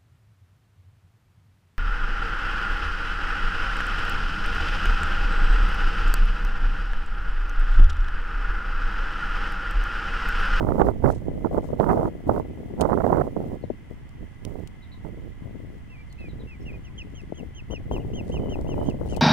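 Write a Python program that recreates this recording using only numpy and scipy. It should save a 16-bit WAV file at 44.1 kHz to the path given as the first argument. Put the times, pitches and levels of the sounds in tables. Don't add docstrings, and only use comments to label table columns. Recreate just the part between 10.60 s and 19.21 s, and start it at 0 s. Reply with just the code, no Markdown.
import sys
import numpy as np
from scipy import signal
from scipy.fft import irfft, next_fast_len
from scipy.io import wavfile
from scipy.ndimage import uniform_filter1d

SR = 44100
rng = np.random.default_rng(int(sys.argv[2]) if len(sys.argv) > 2 else 0)


def wrap_up_sound(samples):
    columns = np.atleast_2d(samples).T
    tamed = np.clip(columns, -1, 1)
    steps = np.round(tamed * 32767).astype(np.int16)
    wavfile.write(sys.argv[1], SR, steps)


N = 379701
TIME = np.arange(N) / SR
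FREQS = np.fft.rfftfreq(2 * next_fast_len(N // 2 + 1), 1 / SR)

# time_s, relative_level_db, swing_hz, port (0 left, 1 right)
HARD_EDDIES = [(.205, -1, 400, 1), (0.2165, 4.5, 507, 1), (0.4427, -4.5, 430, 1), (.459, -5.5, 120, 1),
               (.4771, -5.5, 583, 1), (0.684, -11.5, 400, 1), (.8575, -7, 285, 1), (.914, -12, 478, 0),
               (.9822, -3.5, 390, 1), (1.1328, -7.5, 464, 1), (1.2, 1, 535, 1), (1.3034, -1, 600, 1),
               (1.6945, 1.5, 496, 1), (2.3312, -2.5, 900, 1), (2.5043, -5.5, 655, 1),
               (2.5293, -0.5, 750, 1), (2.7664, -10.5, 504, 1), (3.04, -13, 470, 0), (3.103, -9, 460, 0),
               (6.724, -14.5, 507, 0), (7.33, -21, 302, 0), (8.287, -8, 222, 1)]


def gain_of(db):
    return 10 ** (np.asarray(db) / 20)


def unit_rms(x):
    return x / np.sqrt(np.mean(x ** 2) + 1e-30)


def colour(points):
    hz, db = np.transpose(points)
    return gain_of(np.interp(np.log(FREQS + 1), np.log(hz), db))


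def noise(gain):
    return unit_rms(irfft(gain * rng.standard_normal(2 * len(FREQS)).view(complex))[:N])


def wander(hz):
    return noise(np.exp(-(FREQS / hz) ** 2))


def add(mix, start_s, sound):
    part = mix[max(round(start_s * SR), 0):][:len(sound)]
    part += sound[:len(part)]


def marsh(level_db=-59, shared=0.23):
    # frequency_hz, density_db
    spectrum = [(300, -7), (700, 5.5), (1200, 1.5), (3300, -4.5), (3800, -14), (10000, -22), (15500, -29)]
    shape = colour(spectrum)
    return gain_of(level_db) * unit_rms(shared * noise(shape) + np.array([noise(shape), noise(shape)]))


def lens():
    # centre_hz, width_hz, level_db
    modes = [(1685, 49, -75.5), (2023, 204, -63), (3040, 160, -79.5)]
    shape = sum(gain_of(db) / np.sqrt(width) / (1 + ((FREQS - hz) / (width / 2)) ** 2)
                for hz, width, db in modes)
    level = np.sqrt(sum(gain_of(db) ** 2 for _, _, db in modes))
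    return level * unit_rms(noise(shape) + 0.5 * np.array([noise(shape), noise(shape)]))


def handling(tick_db=-9, rise_s=0.00018, rub_s=0.045, rub_right_db=-6, slips_per_s=1200, grip_db=-79):
    # start_s, relative_level_db, t60_s, left_minus_right_db
    ticks = [(2.21, -19.5, 0.033, 8.5), (3.4915, -45.5, .012, 9), (3.8504, -23, 0.009, -3),
             (4.074, -34.5, 0.017, 6), (5.526, -40.5, 0.023, 5), (8.012, -40, 0.01, 9),
             (8.299, -38, 0.019, 4), (8.564, -31.5, 0.047, 7)]
    # centre_s, level_db
    rubs = [(.53, -56), (1.05, -62.5), (7.71, -62), (8.27, -65), (8.51, -55.5)]
    # frequency_hz, density_db
    tick_spectrum = [(2000, -7), (3100, 8), (4500, 2.5), (8000, 2.5), (15500, -10.5)]
    # frequency_hz, density_db
    rub_spectrum = [(1500, -8), (3700, 1.5), (6500, 2.5), (10000, -0.5), (15500, -40)]
    out, t = np.zeros((2, N)), np.arange(SR // 10) / SR
    stroke = sum(gain_of(db) * np.exp(-((TIME - s) / rub_s) ** 2) for s, db in rubs)
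    stroke += gain_of(grip_db + 2.7 * wander(8))
    attack = np.minimum(t / rise_s, 1)
    for port, side in enumerate((1, -1)):
        knocks = np.zeros(N)
        for start_s, db, t60_s, pan_db in ticks:
            add(knocks, start_s, attack * gain_of(db + tick_db + side * pan_db / 2 - 60 * t / t60_s))
        slips = rng.exponential(size=N) * (rng.random(N) < slips_per_s / SR)
        friction = stroke * unit_rms(uniform_filter1d(slips, size=40))
        out[port] = knocks * noise(colour(tick_spectrum))
        out[port] += friction * noise(colour(rub_spectrum)) * gain_of(port * rub_right_db)
    return out


def airflow(port, rise_db_per_s=900, sag_db=0.5, drop_db_per_s=556):
    # time_s, left_db, right_db
    breeze = [(0, -44.5, -38), (1.55, -41, -43.5), (2.7, -39, -41.5), (3.3, -51.5, -56), (4.3, -52.5, -54),
              (5.5, -52.5, -56.5), (6.5, -47, -63), (7.0, -51.5, -62), (7.4, -37.5, -42.5),
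              (8.6, -38.5, -41)]
    # start_s, length_s, left_db, right_db
    gusts = [(0, 0.27, -32.5, -27), (0.194, 0.013, -29.5, -21.5), (0.259, 0.043, -42, -22.5),
             (0.44, 0.071, -31, -20.5), (.67, 0.18, -44, -40), (0.849, 0.02, -46, -26.5),
             (0.924, 0.062, -29.5, -28.5), (1.03, 0.12, -36, -38.5), (1.196, 0.071, -35.5, -22),
             (1.285, 0.046, -26.5, -18), (1.343, 0.13, -29, -27), (1.676, 0.12, -32.5, -25),
             (2.201, 0.22, -37.5, -24), (2.444, 0.17, -35, -22), (2.611, 0.064, -36, -31),
             (2.763, 0.19, -41, -33), (3.308, 0.025, -40, -62), (3.601, 0.052, -53, -44),
             (3.842, .19, -65, -35), (4.45, 0.034, -62, -34.5), (4.496, 0.21, -50, -45),
             (4.825, 0.35, -43.5, -72), (5.605, 0.26, -46, -47.5), (6.005, 0.18, -42.5, -47),
             (6.793, 0.1, -40.5, -71), (7.106, 0.031, -32, -53), (7.314, 0.066, -28.5, -36),
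             (7.723, 0.15, -38.5, -36), (7.891, 0.29, -35.5, -40.5), (8.159, .14, -34.5, -33.5),
             (8.402, 0.18, -34, -46)]
    times, *breeze_db = np.transpose(breeze)
    power = gain_of(np.interp(TIME, times, breeze_db[port])) ** 2
    for start_s, length_s, *port_db in gusts:
        t = np.arange(-SR // 10, (length_s + 0.2) * SR) / SR
        rise = rise_db_per_s * np.minimum(t, 0)
        sag = sag_db * np.clip(t / length_s, 0, 1)
        drop = drop_db_per_s * np.maximum(t - length_s, 0)
        gust = gain_of(port_db[port] + rise - sag - drop)
        add(power, start_s + t[0], gust[start_s + t >= 0] ** 2)
    return 10 * np.log10(power)


def wakes(port, wake_db=-13, t60_s=0.053):
    out, t = np.zeros(N), np.arange(SR // 10) / SR
    for time_s, db, _, side in HARD_EDDIES:
        if round(side) == port:
            add(out, time_s, gain_of(db + wake_db - 60 * t / t60_s))
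    return uniform_filter1d(out, size=100)


def recorder_noise(airflow_db, base_db=-65):
    return noise(FREQS > 2000) * gain_of(base_db + 0.74 * (airflow_db + 33.5) + 2 * wander(150))


def wind(port, rumble_db, flutter_db=5, ceiling_db=-15, steepness=1.62, gain_db=2.5):
    # frequency_hz, density_db
    rumble_spectrum = [(15, -6), (70, -1), (130, -7), (250, -19.5), (500, -36.5), (1500, -81)]
    # time_s, gain_db
    swell = [(.45, 5), (1.1, -2.5), (2.4, -5), (3.4, -1), (8.6, 5)]
    mean_db = airflow(port)
    push_db = np.minimum(mean_db + flutter_db * np.minimum(wander(179), 2), ceiling_db)
    push_db = 20 * np.log10(np.hypot(gain_of(push_db), wakes(port)))
    corner_hz = 470 * 2 ** ((0.72 * push_db + 0.25 * mean_db + 27.5) / 18)
    eddies, power = np.zeros(N), np.zeros(N)
    for hz in 50 * 2 ** (np.arange(13) / 2):
        band = np.cos(np.pi / 2 * np.clip(2 * np.log2((FREQS + 1) / hz), -1, 1))
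        weight = hz ** 0.94 * np.exp(-(hz / corner_hz) ** steepness)
        eddies += weight * noise(band)
        power += weight ** 2
    eddies *= gain_of(push_db + gain_db) / np.sqrt(power)
    swell_db = np.interp(TIME, *np.transpose(swell))
    rumble = noise(colour(rumble_spectrum)) * gain_of(rumble_db + 0.41 * mean_db + swell_db)
    return eddies + rumble + recorder_noise(mean_db)


def buffets(gain_db=-1.5):
    out, t = np.zeros((2, N)), np.arange(-900, 900) / SR
    for (time_s, db, hz, port), turn in zip(HARD_EDDIES, rng.random(len(HARD_EDDIES))):
        cycles = hz * t
        phase = 2 * np.pi * (cycles - 0.27 * np.log(np.cosh(cycles)) + turn)
        swing = np.cos(phase) / np.cosh(2.9 * cycles)
        add(out[round(port)], time_s + t[0], gain_of(db + gain_db) * swing)
    return out


def outdoors(x, lag_s, wet_db, t60_s, echo_s=0.0069, echo_db=-16):
    t = np.arange(SR) / SR
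    x = x + gain_of(echo_db) * np.roll(x, round(echo_s * SR))
    tail = rng.standard_normal((2, SR)) * gain_of(-60 * t / t60_s) * (t > echo_s)
    wet = signal.fftconvolve(x[None], tail / np.linalg.norm(tail[0]), axes=1)[:, :N]
    return np.array([np.roll(x, round(lag_s * SR)), x]) + gain_of(wet_db) * wet


def arch(start_s, length_s, top_at, scoop, fall, power):
    t = np.arange(start_s, start_s + length_s, 1 / SR)
    share = (t - start_s) / length_s
    rise = np.maximum(1 - share / top_at, 0)
    droop = np.maximum((share - top_at) / (1 - top_at), 0)
    return t, share, 1 - scoop * rise ** 3 - fall * droop ** power


def song(notes, octave_bias_db, jitter=0.0044, shimmer=0.13, edge_s=0.0054, rasp=3, rasp_s=0.014):
    out, waver, tremble = np.zeros(N), wander(390), wander(180)
    for t, hz, db in notes:
        rough = 1 + rasp * np.exp(-((t - t[0]) / rasp_s) ** 2)
        wobble = np.interp(t, TIME, waver)
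        phase = 2 * np.pi * np.cumsum(hz * (1 + jitter * rough * wobble)) / SR
        edges = np.clip(np.minimum(t - t[0], t[-1] - t) / edge_s, 0, 1)
        octave = gain_of(octave_bias_db - 0.5 * db - 52 * (1 - hz / hz.max())) * (1 + wobble)
        level = np.sqrt(2) * gain_of(db) * edges * (1 + shimmer * rough * np.interp(t, TIME, tremble))
        add(out, t[0], level * (np.sin(phase) + octave * np.sin(2 * phase)))
    return out


def toots(first_s=3.37, every_s=0.49, hz=1015, width_s=0.02, db=-61):
    notes = sum(np.exp(-((TIME - first_s - k * every_s) / width_s) ** 2) for k in range(8))
    return gain_of(db) * notes * np.sin(2 * np.pi * hz * TIME)


def trill(hz=3000, pulses_per_s=47, width_s=0.079, db=-59):
    stretches = sum(np.exp(-((TIME - s) / width_s) ** 2) for s in (7.85, 8.23, 8.6))
    throb = np.sin(np.pi * pulses_per_s * TIME) ** 2
    phase = 2 * np.pi * np.cumsum(hz * (1 + 0.0109 * wander(196))) / SR
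    return 2 * gain_of(db) * stretches * throb * np.sin(phase)


def chips(length_s=0.0364, sweep=0.31, ends_db=-6.5):
    # start_s, top_pitch_hz, level_db
    calls = [(3.017, 4250, -69), (4.217, 3930, -61.5), (4.314, 4080, -57.5), (5.495, 4400, -63),
             (5.583, 4200, -66), (5.683, 4070, -61.5), (5.793, 3970, -61), (6.005, 5750, -71),
             (7.393, 2850, -59)]
    notes = []
    for start_s, top_hz, db in calls:
        scoop = sweep * rng.random() / 2
        t, share, pitch = arch(start_s, length_s, top_at=0.35, scoop=scoop, fall=sweep - scoop, power=2.05)
        notes.append((t, top_hz * pitch, db + ends_db * (2 * share - 1) ** 2))
    return song(notes, octave_bias_db=-70, jitter=0.015)


def sandpiper_whistles(ends_db=-6.5):
    # start_s, length_s, top_pitch_hz, level_db, fall_share
    calls = [(5.296, 0.082, 2720, -54, 0.2), (5.376, 0.054, 2360, -54, 0.018),
             (5.578, 0.11, 2636, -49.5, 0.13), (5.87, 0.089, 2710, -50, 0.18),
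             (6.052, 0.067, 2830, -46, 0.22), (6.124, 0.043, 2510, -49.5, 0.046)]
    notes = []
    for start_s, length_s, top_hz, db, fall in calls:
        t, share, pitch = arch(start_s, length_s, top_at=0.168, scoop=0.052, fall=fall, power=1.48)
        notes.append((t, top_hz * pitch, db + ends_db * (2 * share - 1) ** 2))
    return song(notes, octave_bias_db=-50)


def sandpiper_run(sweep=0.245, top_at=0.277, onset_db=-9, throat_hz=2754, throat_width_hz=143):
    # start_s, length_s, top_pitch_hz, level_at_resonance_db
    calls = [(6.233, 0.059, 3110, -57), (6.37, 0.058, 3210, -43), (6.54, 0.075, 3240, -53),
             (6.742, 0.07, 3310, -51), (6.942, 0.068, 3190, -46), (7.103, 0.078, 3110, -44),
             (7.31, 0.068, 3170, -44), (7.531, 0.081, 3200, -43.5), (7.714, .071, 3140, -43.5),
             (7.887, 0.071, 3130, -43.5), (8.068, 0.079, 3110, -48), (8.256, 0.064, 3210, -49.5),
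             (8.486, 0.075, 3130, -47.5)]
    pointed_until_s, settle_s = 6.4, 0.56
    notes = []
    for start_s, length_s, top_hz, db in calls:
        settled = 1 - np.exp(-max(start_s - pointed_until_s, 0) / settle_s)
        roundness = 0.86 * settled + 0.12 * rng.standard_normal()
        t, share, pitch = arch(start_s, length_s, top_at, scoop=sweep, fall=sweep, power=1 + roundness)
        attack_db = onset_db * np.maximum(1 - share / top_at, 0)
        throat_db = -roundness * ((top_hz * pitch - throat_hz) / throat_width_hz) ** 2
        notes.append((t, top_hz * pitch, db + attack_db + throat_db))
    return song(notes, octave_bias_db=-35)


def birds(lag_s=8.4e-5):
    sandpiper = sandpiper_whistles() + sandpiper_run()
    small_birds = chips()
    near = outdoors(sandpiper, lag_s, wet_db=-23, t60_s=0.72) * gain_of([[-0.7], [0.3]])
    far = outdoors(small_birds + trill() + toots(), -lag_s / 2, wet_db=-5, t60_s=0.15)
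    return near + far


def scene():
    ports = np.array([wind(0, rumble_db=-23.5), wind(1, rumble_db=-18)])
    return ports + buffets() + birds() + handling() + lens() + marsh()


def record(dry, cutoff_hz=15850):
    low_pass = signal.firwin(511, cutoff_hz, window=("kaiser", 9), fs=SR)
    return signal.oaconvolve(np.clip(dry, -1, 1), low_pass[None], "same")


dry = scene()
out = record(dry)
wrap_up_sound(out)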